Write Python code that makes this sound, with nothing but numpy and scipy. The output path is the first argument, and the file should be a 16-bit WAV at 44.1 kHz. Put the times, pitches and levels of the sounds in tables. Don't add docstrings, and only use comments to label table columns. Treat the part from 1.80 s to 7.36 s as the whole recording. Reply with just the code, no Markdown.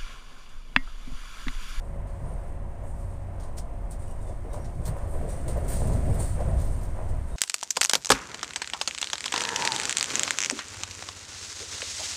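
import sys
import numpy as np
from scipy import signal
from scipy.fft import rfft, irfft, next_fast_len
from scipy.io import wavfile
from scipy.ndimage import uniform_filter1d

SR = 44100
rng = np.random.default_rng(int(sys.argv[2]) if len(sys.argv) > 2 else 0)


def transcribe(u):
    v = np.clip(np.atleast_2d(u).T, -1, 1)
    q = np.round(v * 32767).astype(np.int16)
    wavfile.write(sys.argv[1], SR, q)


def invert_db(level):
    return 10 ** (np.asarray(level, dtype=float) / 20)


N = 245188

# start_s, peak_db, pitch_hz
TAPS = [(0.159, -35, 568), (0.943, -39, 654), (0.988, -39, 705), (1.024, -34, 610), (1.065, -37, 641),
        (1.485, -37, 635), (2.495, -33, 598), (3.412, -31, 686), (3.428, -29, 436), (4.277, -28.5, 615),
        (4.578, -31, 538)]


def rms_one(x):
    return x / np.sqrt(np.mean(x ** 2) + 1e-20)


def in_time(rows):
    s, *columns = np.transpose(rows)
    return [np.interp(np.arange(N) / SR, s, c) for c in columns]


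def drift(rate):
    hop = 40
    r = np.exp(-2 * np.pi * rate * hop / SR)
    noise = rng.standard_normal(N // hop + 2002)
    slow = signal.lfilter([1], [1, -2 * r, r * r], noise)[2000:]
    return np.interp(np.arange(N) / hop, np.arange(len(slow)), rms_one(slow))


def resonance(x, hz, width_hz):
    r = np.exp(-np.pi * width_hz / SR)
    zeros = np.array([1, 0, -1]) * (1 - r * r) / 2
    return signal.lfilter(zeros, [1, -2 * r * np.cos(2 * np.pi * hz / SR), r * r], x)


def colour(x, spectrum):
    size = next_fast_len(len(x))
    hz, db = np.transpose(spectrum)
    octaves = np.log2(np.r_[hz[0] * .8, hz, hz[-1] * 1.15, hz[-1] * 2])
    levels_db = np.r_[db[0] - 40, db, db[-1] - 40, db[-1] - 120]
    bins = np.log2(np.arange(size // 2 + 1) * SR / size + 1e-3)
    gain = invert_db(np.interp(bins, octaves, levels_db))
    return rms_one(irfft(rfft(x, size) * gain, size)[:len(x)])


def grit(per_s, spread_db, share):
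    sizes = invert_db(spread_db * np.minimum(rng.exponential(1, N), 5)) * rng.choice([-1, 1], N)
    contacts = rms_one(sizes * (rng.random(N) < per_s / SR))
    return np.clip(share, 0, 1) * contacts + rng.standard_normal(N)


def steady(x, seconds):
    window = round(seconds * SR)
    power = uniform_filter1d(uniform_filter1d(x ** 2, window), window)
    return rms_one(x / np.sqrt(power + 0.064))


def shaken(parts, control_db, events):
    reach_octaves = 0.92
    t = np.arange(0, N, 64) / SR
    s, swing_db, pitch_hz, length_s = np.transpose(events)[:, :, None]
    bumps = swing_db * np.exp(-(2 * (t - s) / np.maximum(length_s, .01)) ** 2)
    gains = []
    for hz, db, share in parts:
        nearness = np.exp(-(np.log2(pitch_hz / hz) / reach_octaves) ** 2)
        swing = np.interp(np.arange(N) / SR, t, np.sum(bumps * nearness, axis=0))
        gains.append(invert_db(db + share * control_db + swing))
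    return gains


def gaps():
    gap_s, depth = .006, .75
    t = np.arange(N) / SR
    return np.prod([1 - depth * np.exp(-((t - s) / gap_s) ** 2) for s, *_ in TAPS], axis=0)


def engine():
    # pitch_hz, level_db
    hum = [(93.5, -47.5), (277, -85), (349.9, -59.5), (554.5, -59.5), (694.4, -59), (969.0, -83)]
    # time_s, level_db
    pull = [(0.0, -5), (.3, -4), (.6, -11), (.8, 6), (1.0, -0.5), (1.3, 7.5), (1.55, 4), (1.7, -9),
            (2.1, -4), (2.4, -14), (3.0, -12), (4.4, -13), (5.56, -10)]
    turns = np.cumsum(1 + 0.0014 * drift(2.06)) / SR
    orders = []
    for hz, db in hum:
        strength = np.sqrt(2) * invert_db(db + 3.0 * drift(0.68))
        orders.append(strength * np.sin(2 * np.pi * (hz * turns + rng.random())))
    return invert_db(in_time(pull)[0]) * orders[0] + sum(orders[1:])


def coach_body(rough, bounce_db):
    # freq_hz, level_db_per_hz
    boom = [(14, 31.5), (23, 6.5), (31, 6.5), (39, 17), (50, -6)]
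    throb = [(52, 5), (66, 4), (79, -1.5), (93, 4.5), (108, -18.5)]
    drumming = [(108, -2.5), (135, -7), (150, -1.5), (190, -16)]
    buzz = [(190, -0.5), (225, 4), (250, -3), (275, 1.5), (295, -32)]
    # centre_hz, plain_line_db, share of the bounce followed
    body_parts = [(35, -34, 0.56), (68, -39.5, 1.19), (140, -48.5, 1.55), (230, -54.5, 1.32)]
    # time_s, swing_db, pitch_hz, length_s
    jolts = [(0.167, 5, 153, 0.16), (0.446, 13, 116, 0.077), (0.544, 12.5, 140, 0.075), (.97, -3, 35, 0.13),
             (1.194, 4, 68, 0.074), (1.338, 3.5, 90, 0.19), (1.482, -8.5, 35, 0.16),
             (1.805, -2.5, 35, 0.15), (1.81, 10.5, 68, 0.097), (2.833, 8, 163, 0.14),
             (2.99, 14.5, 116, 0.061), (3.092, 18.5, 125, 0.11), (3.26, 8.5, 68, 0.059),
             (3.352, 10, 56, 0.055), (3.423, 8, 177, 0.12), (3.684, 9, 127, 0.038), (4.09, 6, 180, 0.34),
             (4.305, 6.5, 153, 0.044), (4.496, -5, 230, 0.18), (4.691, 8, 156, 0.045),
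             (4.741, 9.5, 68, 0.14), (4.71, -3.5, 35, 0.093), (4.89, 7.5, 35, 0.12),
             (5.117, -5, 140, 0.029), (5.22, -2, 35, 0.044), (5.32, 8, 40, 0.076), (5.375, -1, 35, .05),
             (5.492, -21, 103, 0.064), (5.45, 6.5, 91, 0.29), (3.759, 12.5, 118, 0.06), (.63, 4, 30, 0.17),
             (1.21, -2.5, 28, 0.16), (1.68, 2.5, 28, 0.42), (1.894, -5, 80.4, 0.17), (2.4, 2, 30, 0.2),
             (3.4, 3, 28, .14), (4.02, 3.5, 28, 0.23), (4.3, 3.5, 28, 0.1), (5.18, 2, 39.8, 0.21),
             (1.077, 0, 150, .17), (3.913, -1.5, 150, 0.099), (0.528, -4.5, 260, 0.1),
             (0.814, 5, 240, 0.13), (3.07, -8, 280, .1), (5.18, -3, 250, .08), (5.354, 2.5, 75, 0.064),
             (2.297, -1.5, 80, 0.27), (4.242, -2, 149, 0.13), (1.76, -3, 65, 0.18), (.25, -2, 150, .2),
             (.45, 3.5, 150, 0.055)]
    gains = shaken(body_parts, bounce_db, jolts)
    spectra = (boom, throb, drumming, buzz)
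    return sum(gain * steady(colour(rough, part), seconds=0.092) for gain, part in zip(gains, spectra))


def wheel_roar(rough, roughness_db):
    # freq_hz, level_db_per_hz
    low_roar = [(290, -1.5), (320, -2.5), (356, 1), (425, -1), (470, -7.5)]
    main_roar = [(470, -2), (520, 1.5), (575, 1.5), (640, 0.5), (700, -3), (800, -18)]
    upper_roar = [(780, 3.5), (900, 0), (1000, 3.5), (1250, -7)]
    rail_hiss = [(710, -32), (1200, -0.5), (1580, -3), (2080, -5), (2390, -10), (3200, -16.5), (4160, -26),
                 (7040, -120)]
    # centre_hz, plain_line_db, share of the roughness followed
    wheel_parts = [(360, -57, 1.37), (600, -53, 1.245), (1010, -55, 0.51), (1370, -60.5, 0.97)]
    # time_s, swing_db, pitch_hz, length_s
    bites = [(0.487, 3.5, 620, 0.15), (1.05, 7, 644, 0.051), (1.624, 3.5, 795, 0.26),
             (2.5, 6.5, 480, 0.072), (2.622, -9, 600, 0.061), (2.657, 8.5, 360, 0.067),
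             (2.763, 8, 600, 0.093), (2.966, -6, 910, 0.033), (3.018, 9.5, 360, 0.046),
             (3.088, 7, 1200, 0.039), (3.136, 5, 545, 0.13), (3.356, 8.5, 483, 0.037),
             (3.467, 6.5, 497, 0.12), (3.647, -4.5, 600, 0.084), (3.688, 12.5, 450, 0.041),
             (3.777, 11, 600, 0.034), (3.846, 5, 360, 0.041), (4.095, 4.5, 480, 0.13),
             (4.223, -4, 600, 0.064), (4.298, 6, 400, 0.056), (4.395, 5.5, 730, 0.073),
             (4.522, -11, 480, 0.083), (4.606, 10, 630, 0.053), (4.712, 8, 570, 0.14),
             (5.12, -5.5, 600, .08), (5.2, 6.5, 700, 0.067), (3.914, 4, 1500, 0.062),
             (1.804, -1.5, 1700, .06), (5.444, -9.5, 550, 0.098), (0.377, -5, 400, 0.11),
             (.87, -1, 330, .06), (1.15, 2, 320, 0.11), (3.2, 0.5, 330, .08), (4.69, -5, 300, .19),
             (5.006, -4, 320, 0.15), (5.256, -3.5, 300, .12), (4.547, -1.5, 1090, 0.063),
             (3.62, -2, 1600, 0.06), (0.457, 3, 600, 0.037), (0.52, 3.5, 650, 0.026),
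             (3.294, -4, 1800, 0.076)]
    low, roar, upper, rail = shaken(wheel_parts, roughness_db, bites)
    contact = gaps()
    lurch = drift(1.7)
    out = low * steady(colour(rough, low_roar), seconds=0.33)
    out += roar * contact * invert_db(.4 * lurch + drift(25)) * steady(colour(rough, main_roar), seconds=.05)
    out += upper * contact * invert_db(0.13 * lurch) * colour(rough, upper_roar)
    return out + rail * invert_db(0.6 * lurch) * colour(rng.standard_normal(N), rail_hiss)


def running_gear():
    # pitch_hz, width_hz, level_db
    panels = [(37, 57, 11), (106.6, 49, -2), (605, 160, -8.5), (714, 54, -15.5), (910, 200, -12.5)]
    # time_s, roughness_db, bounce_db
    track = [(0.0, -1.2, -3), (.15, 0.6, 1), (.6, 0.5, -1.4), (1.1, -1, 0.9), (1.6, 0, -0.2),
             (2.1, 0.3, 1.2), (2.45, 1.1, 0.5), (2.7, 2, 0.3), (3.0, 1, 0), (3.3, 4.5, 1), (3.6, 5.5, 3.5),
             (3.9, 7, 6), (4.2, 9, 9.5), (4.45, 7, 8.5), (4.7, 6, 6.5), (5.05, 4, 4.5), (5.3, 4.5, 2.5),
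             (5.56, 2.5, 3)]
    rough = grit(900, spread_db=4.0, share=0.31)
    rough = rough + sum(invert_db(db) * np.sqrt(hz / wide) * resonance(rough, hz, wide) for hz, wide, db in panels)
    roughness_db, bounce_db = in_time(track)
    return coach_body(rough, bounce_db) + wheel_roar(rough, roughness_db)


def knocks():
    # start_s, peak_db, pitch_hz, t60_s
    joints = [(0.502, -54, 635, 0.26), (1.023, -53, 610, 0.14), (1.059, -51, 656, 0.33),
              (2.496, -46, 590, 0.28), (2.744, -31, 600, 0.067), (3.166, -34.5, 605, 1),
              (3.412, -33, 520, 0.2), (3.683, -43, 576, 0.18), (3.776, -47, 656, 0.18),
              (4.019, -27, 460, 0.24), (4.099, -32.5, 457, 0.26), (4.276, -45, 619, 0.2),
              (4.362, -39, 585, 0.29), (4.599, -35.5, 570, 0.19), (4.686, -35, 619, 0.18),
              (5.19, -35.5, 636, 0.12)]
    out, t = np.zeros(N), np.arange(SR // 4) / SR
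    for s, db, hz, t60 in joints:
        puff = rng.standard_normal(len(t)) * invert_db(-60 * t / max(t60, .02))
        puff[0] += 25.0
        ring = resonance(puff, hz, width_hz=630) + 0.65 * resonance(puff, 1.85 * hz, width_hz=430)
        ring = resonance(resonance(ring, hz, 600), hz, 600)
        at = round(s * SR)
        out[at:at + len(t)] += (invert_db(db + 2.0) * ring / np.abs(ring).max())[:N - at]
    return out


def taps():
    rise_s, trim_db = .0018, -1
    out, t = np.zeros(N), np.arange(SR // 50) / SR
    for s, db, hz in TAPS:
        at = round(s * SR)
        swell = t / rise_s * np.exp(1 - t / rise_s)
        out[at:at + len(t)] += invert_db(db + trim_db) * swell * np.sin(2 * np.pi * hz * t)
    return out


def whispers():
    # start_s, length_s, pitch_hz, width_hz, level_db
    breaths = [(3.27, .24, 11550, 700, -69), (3.27, .22, 14300, 900, -74), (3.29, .04, 9350, 120, -60),
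               (1.03, .12, 11400, 900, -76), (1.16, .2, 11600, 900, -77), (3.89, 0.11, 4900, 150, -62),
               (4.385, .19, 4430, 180, -62), (4.79, .09, 14600, 1500, -66), (4.465, .03, 14500, 1500, -64),
               (4.13, .03, 4100, 300, -64), (.28, .1, 4400, 500, -75), (4.395, .05, 9500, 500, -46),
               (4.415, .05, 7050, 200, -58), (3.076, .015, 4200, 250, -55), (3.03, .025, 3300, 150, -70),
               (1.779, .012, 12000, 400, -58), (1.778, .014, 5000, 1600, -52),
               (1.632, .012, 4200, 900, -63), (3.5, .1, 5870, 170, -63), (1.779, .035, 5400, 2500, -50),
               (1.02, .24, 7000, 2500, -71), (1.035, .05, 680, 70, -46), (.5, .04, 660, 70, -48),
               (5.17, .06, 700, 80, -43), (5.17, .05, 1000, 80, -50), (2.1, .04, 6100, 200, -73),
               (2.845, .02, 5500, 250, -68), (3.056, .04, 13200, 1200, -56)]
    out = np.zeros(N)
    for s, length_s, hz, width_hz, db in breaths:
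        shape = np.linspace(0, 1, round(length_s * SR))
        breath = resonance(rng.standard_normal(SR // 4), hz, width_hz)
        breath = rms_one(resonance(breath, hz, width_hz))[:len(shape)]
        at = round(s * SR)
        out[at:at + len(shape)] += invert_db(db) * np.sin(np.pi * shape ** 0.46) * breath
    return out


def squeaks():
    # start_s, length_s, pitch_hz, arch_hz, level_db
    clear = [
        (.44, 0.12, 8400, 799, -61.5),
        (0.32, 0.07, 7650, 60, -71),
        (4.67, 0.04, 9050, 62, -52),
        (4.9, .03, 10250, 0, -59),
    ]
    # start_s, length_s, pitch_hz, slide_hz, level_db
    harsh = [
        (2.27, .06, 2920, -60, -65),
        (2.71, .03, 3780, -70, -65),
        (2.275, .04, 5760, -200, -67),
        (2.795, .05, 5690, -30, -65),
        (2.845, .02, 5640, 60, -65),
        (2.205, .05, 3650, 140, -72),
        (2.39, .07, 3780, -140, -73),
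        (2.44, .1, 3580, -90, -73),
        (2.7, .035, 5700, 0, -69),
        (5.505, .06, 3740, 20, -66),
    ]
    clear_fall_db, harsh_fall_db = 30, 10
    shake, shake_ref_hz = .007, 9500
    out, shaky, flutter = np.zeros(N), drift(150), drift(90)
    rubs = [(*row, 0, clear_fall_db) for row in clear]
    rubs += [(*row, 0, db, slide_hz, harsh_fall_db) for *row, slide_hz, db in harsh]
    for s, length_s, hz, arch_hz, db, slide_hz, fall_db in rubs:
        at = round(s * SR)
        swell = np.sin(np.linspace(0, np.pi, round(length_s * SR)))[:N - at]
        span = slice(at, at + len(swell))
        pitch_hz = hz * (1 + shake * max(hz / shake_ref_hz, 1) ** 2 * shaky[span])
        bend_hz = arch_hz * swell + np.linspace(0, slide_hz, len(swell))
        phase = 2 * np.pi * np.cumsum(pitch_hz + bend_hz) / SR
        overtones = range(int(13000 / hz) or 1)
        tone = sum(invert_db(-fall_db * k) * np.sin((k + 1) * phase) for k in overtones)
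        out[span] += invert_db(db + 4 * flutter[span]) * swell ** .6 * tone
    return out


def trim():
    # freq_hz, level_db_per_hz
    sharp = [(6300, -26), (7300, -4), (8000, 3.5), (8700, 8), (9500, 2.5), (10200, -6.5), (11000, -20.5)]
    dull = [(900, -7), (1600, 0.5), (2300, -3.5), (3000, -3.5), (4400, 0), (5500, -0.5), (6500, 1),
            (7300, -3)]
    airy = [(10500, -2), (11500, 0), (12600, -1.5), (13600, -1), (14600, -1.5), (15250, 3), (15550, 0)]
    # time_s, level_db
    chafe = [(0.0, -67), (0.29, -73), (0.5, -65), (0.77, -73), (1.21, -68.5), (1.35, -70), (2.14, -71),
             (2.32, -63.5), (2.49, -70), (2.76, -66.5), (3.44, -61), (3.78, -59.5), (3.97, -51),
             (4.17, -58.5), (4.46, -52), (4.58, -57), (5.25, -63), (5.56, -64.5)]
    # start_s, peak_db, dull_db, airy_db, t60_s
    shakes = [(0.2688, -57, -7, -19, 0.87), (1.5978, -50.5, -2, -17, 0.38), (1.7804, -36, -7, -15, .11),
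              (2.109, -36.5, -16, -19, 0.074), (2.1929, -48.5, -15, -23, 0.69),
              (2.3094, -46, -21, -19, 0.1), (2.732, -41.5, -8.5, -18, 0.26), (3.053, -37.5, -5.5, -16, 0.2),
              (3.064, -39, -10, -12, 0.15), (3.077, -35.5, -14, -13, 0.1), (3.488, -39, -12.5, -21, 0.61),
              (3.679, -35, -10, -19, 0.31), (3.881, -33, -14, -16, 0.79), (3.918, -34, -10.5, -21, 0.66),
              (4.1194, -42, -8.5, -17, 0.6), (4.3, -40, -20, -22, 0.15), (4.815, -47, -14, -16, 0.27),
              (5.0294, -49, -4.5, -10, 0.28), (5.2869, -49.5, -8.5, -25, 0.33)]
    # start_s, peak_db, dull_db, airy_db
    more_shakes = [(0.1416, -58, -18, -19), (1.6354, -48, -7, -21), (1.7695, -44, -8, -20),
                   (1.7733, -41, -9, -24), (3.036, -46, -25, -25), (5.288, -50.5, -12, -20),
                   (2.0203, -64, -12, -14), (2.1176, -42.5, -7.5, -15), (2.843, -52, 0, -25),
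                   (2.855, -51, -3, -21), (3.9, -39, -14, -8), (3.925, -42, -14, -8), (4.965, -56, -11, -9.5),
                   (2.275, -52, -16, -20), (5.01, -54, -3, -8), (4.88, -56, -14, -8), (3.1644, -52, -11, -10),
                   (3.1794, -56, -5, -15), (3.2705, -51, -30, -22), (3.7694, -44.5, -9.5, -10),
                   (3.8501, -53, -18, -14), (4.0706, -39, -13, -17), (4.2517, -49, -18, -15),
                   (4.3424, -39, -12, -13), (4.41, -38, -12, -25), (4.4794, -53, -35, -22),
                   (4.5994, -48, -6, -17), (4.845, -45, -16, -12), (4.7994, -54, -14, -3),
                   (4.4594, -50, -16, -16)]
    # start_s, peak_db, dull_db, rise_s, t60_s
    sways = [(.0, -64, -21, 0.038, 0.26), (.33, -67, -14, 0.019, 0.13), (.6, -56.5, -11, 0.05, 0.82),
             (1.02, -52, -21, 0.079, .5), (1.16, -52.5, -13, .05, 0.52), (1.28, -56, -11, 0.061, .2),
             (2.21, -54, -12, 0.022, .25), (2.4, -51.5, -12, 0.027, 0.68), (2.46, -51.5, -7, 0.033, 0.37),
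             (3.29, -46.5, -32, 0.031, 0.48), (4.06, -52, -18, .01, .1), (4.385, -31, -16, 0.022, 0.53),
             (4.765, -46, -5, 0.032, 0.83), (4.9, -45, -19, 0.02, 0.52), (5.45, -49.5, -11, 0.055, .6)]
    snap_rise_s, shared_t60_s, sway_airy_db = .0042, 0.17, -21.5
    creep_s, creep_db = .02, -17
    haste = np.array([[1], [1], [1.34]])

    chafe_db, = in_time(chafe)
    swing_db = chafe_db + 67
    levels = np.array([chafe_db, -70 + 0.82 * swing_db, -75 + 0.66 * swing_db])
    power = invert_db(levels) ** 2 * invert_db(0.74 * drift(27))
    bursts = [(*row, snap_rise_s, t60) for *row, t60 in shakes]
    bursts += [(*row, snap_rise_s, shared_t60_s) for row in more_shakes]
    bursts += [(*row, sway_airy_db, rise, t60) for *row, rise, t60 in sways]
    t = np.arange(SR // 2) / SR - creep_s
    for s, db, dull_db, airy_db, rise, t60 in bursts:
        creep = invert_db(2 * creep_db) * np.clip(1 + t / creep_s, 0, 1) ** 2
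        onset = np.maximum(creep, np.clip(t / max(rise, .001), 0, 1) ** 2)
        burst = onset * invert_db(-120 * haste * np.maximum(t - rise, 0) / max(t60, .02))
        peaks = invert_db([[db - 9.0], [db + dull_db - 4.5], [db + airy_db - 0.5]]) ** 2
        at = max(round((s - .002 - creep_s) * SR), 0)
        power[:, at:at + len(t)] += (peaks * burst)[:, :N - at]
    power *= invert_db(1.8 * drift(125))
    contacts = grit(2500, spread_db=0.5, share=0.21)
    return sum(np.sqrt(p) * colour(contacts, part) for p, part in zip(power, (sharp, dull, airy)))


def scene():
    coach = running_gear() + engine() + gaps() * knocks() + taps()
    return (coach + trim() + squeaks() + whispers())[None]


def drop_faint(x):
    faint_db, from_hz, follows = -100.5, 12900, .6
    hz, _, lines = signal.stft(x, SR, nperseg=2048, noverlap=1024)
    treble_power = np.mean(np.abs(lines[0, hz > from_hz - 1500]) ** 2, axis=0)
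    treble_db = 10 * np.log10(treble_power + 1e-20)
    edge_db = np.clip((from_hz - hz) / 150, 0, 60) + np.clip((hz - 14900) / 120, 0, 60)
    rise_db = follows * (treble_db - np.percentile(treble_db, 20))
    limit = invert_db(faint_db - edge_db[:, None] + rise_db)
    return signal.istft(lines * (np.abs(lines) > limit), SR, nperseg=2048, noverlap=1024)[1][:, :N]


def low_pass(x):
    return signal.sosfilt(signal.butter(12, 15680, fs=SR, output="sos"), x)


def record(dry):
    port = dry + (invert_db(1.5) - 1) * resonance(dry, hz=8860, width_hz=220)
    port = signal.sosfilt(signal.cheby2(20, 50, 15700, fs=SR, output="sos"), port)
    return low_pass(drop_faint(port))


dry = scene()
out = record(dry)
transcribe(out)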